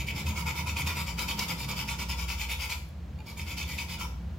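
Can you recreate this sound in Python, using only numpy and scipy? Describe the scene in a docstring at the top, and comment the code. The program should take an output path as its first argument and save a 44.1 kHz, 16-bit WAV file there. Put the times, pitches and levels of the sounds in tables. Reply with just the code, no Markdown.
"""A tiled kitchen, a stereo pair close to a small steel hand grater, almost straight ahead.
A whole nutmeg is rubbed up and down, about ten strokes a second, biting faster on the way down.
The teeth chip it in dense tiny fractures that crackle and ring the curved sheet; now and then one snags.
After a short pause the nut is set back on the steel for a lighter second run.
The tiles answer briefly, and the ventilation hums low behind it all."""
import sys
import numpy as np
from scipy import signal
from scipy.fft import rfft, irfft
from scipy.io import wavfile
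from scipy.ndimage import uniform_filter1d

SR = 44100
rng = np.random.default_rng(int(sys.argv[2]) if len(sys.argv) > 2 else 0)


def output_pcm(signal):
    """Save a mono or channel-first signal as 16-bit PCM at the path in sys.argv[1].

    Samples are clipped to [-1, 1] before scaling.
    """
    pcm = np.clip(np.atleast_2d(signal).T, -1, 1) * 32767
    wavfile.write(sys.argv[1], SR, np.round(pcm).astype(np.int16))


N = 193554
GLIDE_S = 0.016  # the nut skims the teeth this long before and after a stroke

# strokes of the nut over the teeth, up and down by turns: start_s, length_s, force_db
STROKES = [(-0.038, 0.078, -43), (0.061, 0.071, -43.5), (0.143, 0.089, -43), (0.253, 0.084, -42),
           (0.348, 0.085, -41.5), (0.455, 0.072, -40.5), (0.546, 0.081, -42), (0.659, 0.075, -41.5),
           (0.754, 0.076, -38.5), (0.854, 0.086, -38.5), (0.948, 0.091, -39.5), (1.06, 0.071, -41.5),
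           (1.171, 0.082, -38), (1.274, 0.071, -37), (1.369, 0.09, -37.5), (1.476, 0.067, -37),
           (1.57, 0.091, -42.5), (1.679, 0.064, -39), (1.754, 0.089, -39.5), (1.871, 0.085, -39.5),
           (1.978, 0.068, -39.5), (2.084, 0.063, -38.5), (2.165, 0.096, -43), (2.276, 0.08, -39),
           (2.372, 0.098, -41.5), (2.484, 0.081, -39), (2.583, 0.093, -40), (2.688, 0.076, -38.5),
           (3.255, 0.082, -49.5), (3.366, 0.079, -46), (3.456, 0.097, -44.5), (3.563, 0.085, -41),
           (3.664, 0.11, -44.5), (3.769, 0.081, -41), (3.876, 0.093, -43.5), (3.982, 0.086, -42.5)]
# how freely the steel rings as the grip shifts: time_s, wall_db, body_db
RINGING = [(0.05, 5, -7.5), (0.27, 1, -2.5), (0.46, 5.5, 2), (0.7, 3.5, -1), (1.4, -0.5, -5),
           (1.87, 0, -3.5), (2.5, 2, -7.5), (3.26, -1, -4), (3.56, 3, -10), (3.88, 1, -5),
           (3.98, -1.5, -0.2)]
# spectrum of breaking nutmeg: frequency_hz, level_db
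CRACKLE = [(150, -21), (330, -19.5), (650, -1), (1100, 0.5), (1700, -3), (2800, 6), (4050, -1), (4600, 4.5),
           (5500, 3), (6100, -3.5), (7000, 0.5), (8500, -9.5), (11700, -5), (13500, -5), (15800, -10.5)]
# modes of the toothed wall: pitch_hz, width_hz, level_db
WALL_MODES = [(2020, 35, -9), (2180, 72, -6.5), (2272, 87, 1.5), (2410, 124, -6), (2528, 137, -2),
              (2644, 120, -15), (2930, 32, -14), (3070, 70, -6.5), (3422, 14, -7), (3648, 35, -8.5)]
# bending modes of the whole grater: pitch_hz, width_hz, level_db
BODY_MODES = [(497, 89, -15), (869, 9, -8), (924, 20, 3.3), (984, 38, -5), (1131, 21, -9), (1266, 52, -14),
              (1369, 75, -8)]
def grating(size=7168):
    """Close up, stroke by stroke: fine breaks crackle and coarser chips ring the steel."""
    out, crackle = np.zeros((2, N + 2 * size)), colour(CRACKLE)
    time_s, *ringing = np.transpose(RINGING)
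    for k, (start_s, length_s, force_db) in enumerate(STROKES):
        pressure = hand_pressure(length_s, down=k % 2, size=size)
        wall_db, body_db = (np.interp(start_s, time_s, column) for column in ringing)
        bite = tooth_rows(rows_hz=139.7, uneven=0.394, depth_db=1.65, size=size)
        # cutting needs real force, while the body already answers a light touch
        cut, push, touch = (pressure ** power * bite for power in (1.3, 1.2, .6))
        fine = fractures(per_second=10000, spread_db=-1.5, dust_db=1.0, size=size)
        chips = fractures(per_second=1300, spread_db=3.5, dust_db=-9.0, size=size)
        grit = undb(-3.0) * (driven(fine, crackle, cut) + rasp(cut, crackle))
        wall_ring = ring(WALL_MODES, detune=0.012, scatter_db=2.5, size=2048)
        body_ring = ring(BODY_MODES, detune=0.0014, scatter_db=2.2)
        wall = undb(wall_db) * driven(chips, wall_ring, push)
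        body = undb(body_db) * driven(chips, body_ring, touch)
        # the wall faces the microphones and reaches them straight
        stroke = stereo_spread(grit + body, side_db=-6.5, treble_db=0.0) + wall
        at = int((start_s - GLIDE_S) * SR) + size
        out[:, at:at + size] += undb(force_db) * stroke
    return out[:, size:size + N]


def hand_pressure(length_s, down, size, skim=0.22):
    """Skim, press in, slide, ease off, skim; going down, the nut meets the teeth head-on, biting sooner."""
    press, ease = (0.16, 0.49) if down else (0.25, 0.32)  # shares of the stroke
    corners_s = [-GLIDE_S, 0, press * length_s, (1 - ease) * length_s, length_s, length_s + GLIDE_S]
    return np.interp(np.arange(size) / SR - GLIDE_S, corners_s, [0, skim, 1, 1, skim, 0])


def tooth_rows(rows_hz, uneven, depth_db, size):
    """The bite swells each time the nut rides over a row of teeth, at a wandering pace."""
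    pace = np.repeat(np.exp(uneven * rng.standard_normal(size // 256 + 1)), 256)[:size]
    rows_crossed = rng.random() + np.cumsum(rows_hz * pace) / SR
    bite = undb(depth_db * np.cos(2 * np.pi * rows_crossed))
    return bite / np.sqrt(np.mean(bite ** 2))


def fractures(per_second, spread_db, dust_db, size):
    """Tiny breaks of unequal force over a smooth rub of dust, rms 1."""
    happens = rng.random(size) < per_second / SR
    strength = undb(spread_db * np.minimum(rng.exponential(size=size), 3))
    breaks = happens * strength * rng.choice([-1, 1], size)
    force = breaks / (breaks.std() + 1e-9) + undb(dust_db) * rng.standard_normal(size)
    return force / force.std()


def rasp(push, crackle, patches=3):
    """The nut crosses one patch of teeth after another, and each colours the crackle in its own way."""
    size = len(push)
    travel = np.cumsum(push ** 2) / np.sum(push ** 2) * (patches - 1)
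    out = np.zeros(size)
    for patch in range(patches):
        share = np.sqrt(np.clip(1 - abs(travel - patch), 0, 1))
        voice = through(crackle, teeth(low_hz=2700, high_hz=15800, width_hz=170, count=24))
        breaks = fractures(per_second=4000, spread_db=3.5, dust_db=-5, size=size)
        out += driven(breaks, voice, push * share)
    return out


def teeth(low_hz, high_hz, width_hz, count):
    """The teeth under the nut ring at pitches of their own."""
    modes = [(pitch_hz, width_hz, 0) for pitch_hz in rng.uniform(low_hz, high_hz, count)]
    return ring(modes, detune=0, scatter_db=0.5, size=1024)


def ring(modes, detune, scatter_db, size=4096):
    """Damped modes of the steel; pitch and strength depend a little on where the sheet is touched."""
    t = np.arange(size) / SR
    pitch_hz, width_hz, level_db = np.transpose(modes)[:, :, None]
    pitch_hz = pitch_hz * (1 + detune * rng.standard_normal(pitch_hz.shape))
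    gain = undb(level_db + scatter_db * rng.standard_normal(pitch_hz.shape)) * width_hz
    phase = 2 * np.pi * rng.random(pitch_hz.shape)
    partials = gain * np.exp(-np.pi * width_hz * t) * np.sin(2 * np.pi * pitch_hz * t + phase)
    onset = 1 - np.exp(-t / 0.0013)  # the wave needs a moment to cross the sheet
    return unit(partials.sum(axis=0) * onset)


def driven(force, response, push):
    """Sound of a part driven by a force; its energy follows the push of the hand."""
    return unit(through(force * push, response)) * np.sqrt(np.sum(push ** 2))


# a tooth snags hard and lets go: start_s, ping_db, crack_db
SNAGS = [(0.0843, -22.5, -47), (0.7674, -23, -30), (0.8732, -27, -26), (1.1905, -26, -25),
         (1.391, -41, -21), (1.79, -31, -33), (1.8892, -23, -49), (2.4127, -23, -29.5), (2.5157, -26, -44),
         (3.395, -28.5, -48), (3.785, -25.5, -39)]
def snags(crack_s, damping_per_s, size=4096):
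    """A larger chip tears off in a burst; the freed teeth sing and the wall, damped by the nut, pings."""
    out, t, crackle = np.zeros(N + size), np.arange(size) / SR, colour(CRACKLE)
    for start_s, ping_db, crack_db in SNAGS + light_snags():
        burst = np.sqrt(t) * np.exp(-t / crack_s) * rng.standard_normal(size)
        freed_teeth = teeth(low_hz=4180, high_hz=7070, width_hz=840, count=4)
        crack = through(burst, freed_teeth) + through(burst, crackle)
        ping = ring(WALL_MODES, detune=0.005, scatter_db=5.0) * np.exp(-damping_per_s * t)
        at = int(start_s * SR)
        out[at:at + size] += peak_at(ping, ping_db) + peak_at(crack, crack_db)
    return out[:N]


def light_snags(chance=0.35, mean_share=0.61, ping_over_db=10.5, crack_over_db=7.5):
    """Some strokes catch a little part of the way along, the louder the harder they are pushed."""
    catches = []
    for start_s, length_s, force_db in STROKES:
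        luck, place = rng.random(2)
        if luck < chance:
            catch_s = max(start_s + length_s * mean_share * (.5 + place), 0)
            catches.append((catch_s, force_db + ping_over_db, force_db + crack_over_db))
    return catches


# the nut is set back on the grater and settles: start_s, level_db
KNOCKS = [(3.188, -41.5), (3.203, -42)]
# the steel under that knock: pitch_hz, width_hz, level_db
KNOCK_MODES = [(862, 32, 0.5), (2420, 68, -4), (2800, 79, -8), (3720, 80, -14), (4500, 120, -11),
               (7100, 280, -16), (11500, 480, -17)]
# the crumb's tiny bright tick: pitch_hz, width_hz, level_db
TICK_MODES = [(10170, 360, 2.5), (12700, 1000, -4), (14700, 500, 0)]
def contacts(tick_s, tick_db, size=4096):
    """In the pause a falling crumb ticks brightly, then the nut knocks softly as it is set back."""
    out = np.zeros(N)
    knocks = [(start_s, level_db, KNOCK_MODES) for start_s, level_db in KNOCKS]
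    for start_s, level_db, modes in knocks + [(tick_s, tick_db, TICK_MODES)]:
        at = int(start_s * SR)
        out[at:at + size] += peak_at(ring(modes, detune=0, scatter_db=1, size=size), level_db)
    return out


def stereo_spread(x, side_db, treble_db):
    """The sheet radiates unevenly and pans scatter it, so the microphones differ, most in the treble."""
    treble = signal.lfilter(*signal.butter(1, 4500, "high", fs=SR), x)
    side = undb(side_db) * scatter(x, smear_s=0.0015) + undb(treble_db) * scatter(treble, smear_s=0.0017)
    return np.array([x + side, x - side])


def scatter(x, smear_s, size=1024):
    """Things close by smear the sound over a few milliseconds without colouring it."""
    spectrum = rfft(rng.standard_normal(size) * np.exp(-np.arange(size) / SR / smear_s))
    allpass = np.roll(irfft(spectrum / abs(spectrum)), size // 4)
    return signal.fftconvolve(x, allpass)[size // 4:size // 4 + len(x)]


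def kitchen(x, tail_db, t60_s, size=24000):
    """Farther off, the tiled walls send a short tail back to each microphone."""
    t = np.arange(size) / SR
    tail = unit(rng.standard_normal(size) * np.exp(-np.log(1000) * t / t60_s) * (t > .005))
    return undb(tail_db) * through(x, tail)


# how the hum wavers: time_s, deep_db, upper_db, boom_db
HUM_LEVELS = [(0.07, -34, -48, -40), (0.25, -56, -32, -38), (0.55, -53, -38.5, -40), (0.92, -88, -33, -39),
              (1.08, -39.5, -43.5, -41.5), (1.72, -44.5, -49.5, -39), (2.218, -35, -42.5, -44.5),
              (2.55, -39.5, -41.5, -50), (3.201, -45, -42.5, -45), (3.65, -47, -39, -43.5),
              (4.08, -38, -45, -44.5), (4.39, -42.5, -38.5, -43)]
# low modes of the room, in which the ventilation booms: pitch_hz, width_hz, level_db
ROOM_MODES = [(100.5, 10.6, -1.5), (135.8, 13.9, 0), (170.5, 8.6, 2), (205.2, 12.2, -4), (256, 8.5, -20.5),
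              (303.5, 117, -19), (494, 94, -26)]
# spectrum of moving air: frequency_hz, level_db
AIR = [(25, 2), (60, 7), (130, 6), (290, 0.5), (400, -10), (500, -0.5), (750, -2), (1100, -7),
       (1700, -10.5), (3000, -13.5), (7000, -23), (9000, -31), (15800, -28)]
def ventilation(air_db):
    """Room tone: two deep drones and the room's boom, alike at both microphones, in a wider rush of air."""
    time_s, *levels_db = np.transpose(HUM_LEVELS)
    deep, upper, boom = (undb(np.interp(np.arange(N) / SR, time_s, column)) for column in levels_db)
    hum = deep * drone([(61.9, 2.24, 0)], steadiness=0.77)
    hum += upper * drone([(76.46, 7.0, 0)], steadiness=1.0)
    hum += boom * drone(ROOM_MODES, steadiness=0.85)
    shared, left, right = (through(rng.standard_normal(N), colour(AIR)) for _ in range(3))
    rush = 0.73 * shared + 0.69 * np.array([left, right])
    flow = (boom / boom.mean()) ** 0.5  # the rush swells with the boom
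    return hum + undb(air_db) * flow * rush


def drone(modes, steadiness):
    """Noise in narrow, steep resonances; steadiness (0-1) evens out its slow swells."""
    hz = np.fft.rfftfreq(N, 1 / SR)
    gain = sum(undb(level_db) / (1 + ((hz - pitch_hz) / width_hz) ** 2) ** 2
               for pitch_hz, width_hz, level_db in modes)
    noise = irfft(rfft(rng.standard_normal(N)) * gain, N)
    steadied = noise / uniform_filter1d(noise ** 2, SR // 5) ** (steadiness / 2)
    return steadied / steadied.std()


def colour(points, size=2048):
    """Causal response with a spectrum drawn through points of frequency_hz, level_db."""
    frequency_hz, level_db = np.transpose(points)
    log_hz = np.log(np.fft.rfftfreq(size, 1 / SR) + 1)
    gain = undb(np.interp(log_hz, np.log(frequency_hz), level_db))
    cepstrum = irfft(np.log(gain))
    cepstrum[1:size // 2] *= 2  # fold to minimum phase
    cepstrum[size // 2 + 1:] = 0
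    return unit(irfft(np.exp(rfft(cepstrum))))


def through(x, response):
    """Pass a sound through an impulse response."""
    return signal.fftconvolve(x, response)[:len(x)]


def unit(response):
    """Scale a response so that it passes white noise at the same level."""
    return response / np.sqrt(np.sum(response ** 2))


def peak_at(x, level_db):
    """Scale a sound to a peak level."""
    return undb(level_db) * x / abs(x).max()


def undb(db):
    """Decibels to gain."""
    return 10 ** (np.asarray(db) / 20)


def scene():
    """From the microphones: the grater in front, a little to the left, with the kitchen all around."""
    strokes = grating()
    clicks = snags(crack_s=0.0034, damping_per_s=33) + contacts(tick_s=2.889, tick_db=-48)
    grater = strokes + stereo_spread(clicks, side_db=-15, treble_db=-2.5)
    room = np.array([kitchen(channel, tail_db=-5.0, t60_s=0.43) for channel in grater])
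    balance = undb([[-.3], [-1.2]])  # left, right
    return balance * (grater + room) + ventilation(air_db=-51)


def record(dry, top_hz=15900):
    """The recorder cuts the very top."""
    return signal.sosfilt(signal.ellip(10, .2, 80, top_hz, fs=SR, output="sos"), dry)


dry = scene()
out = record(dry)
output_pcm(out)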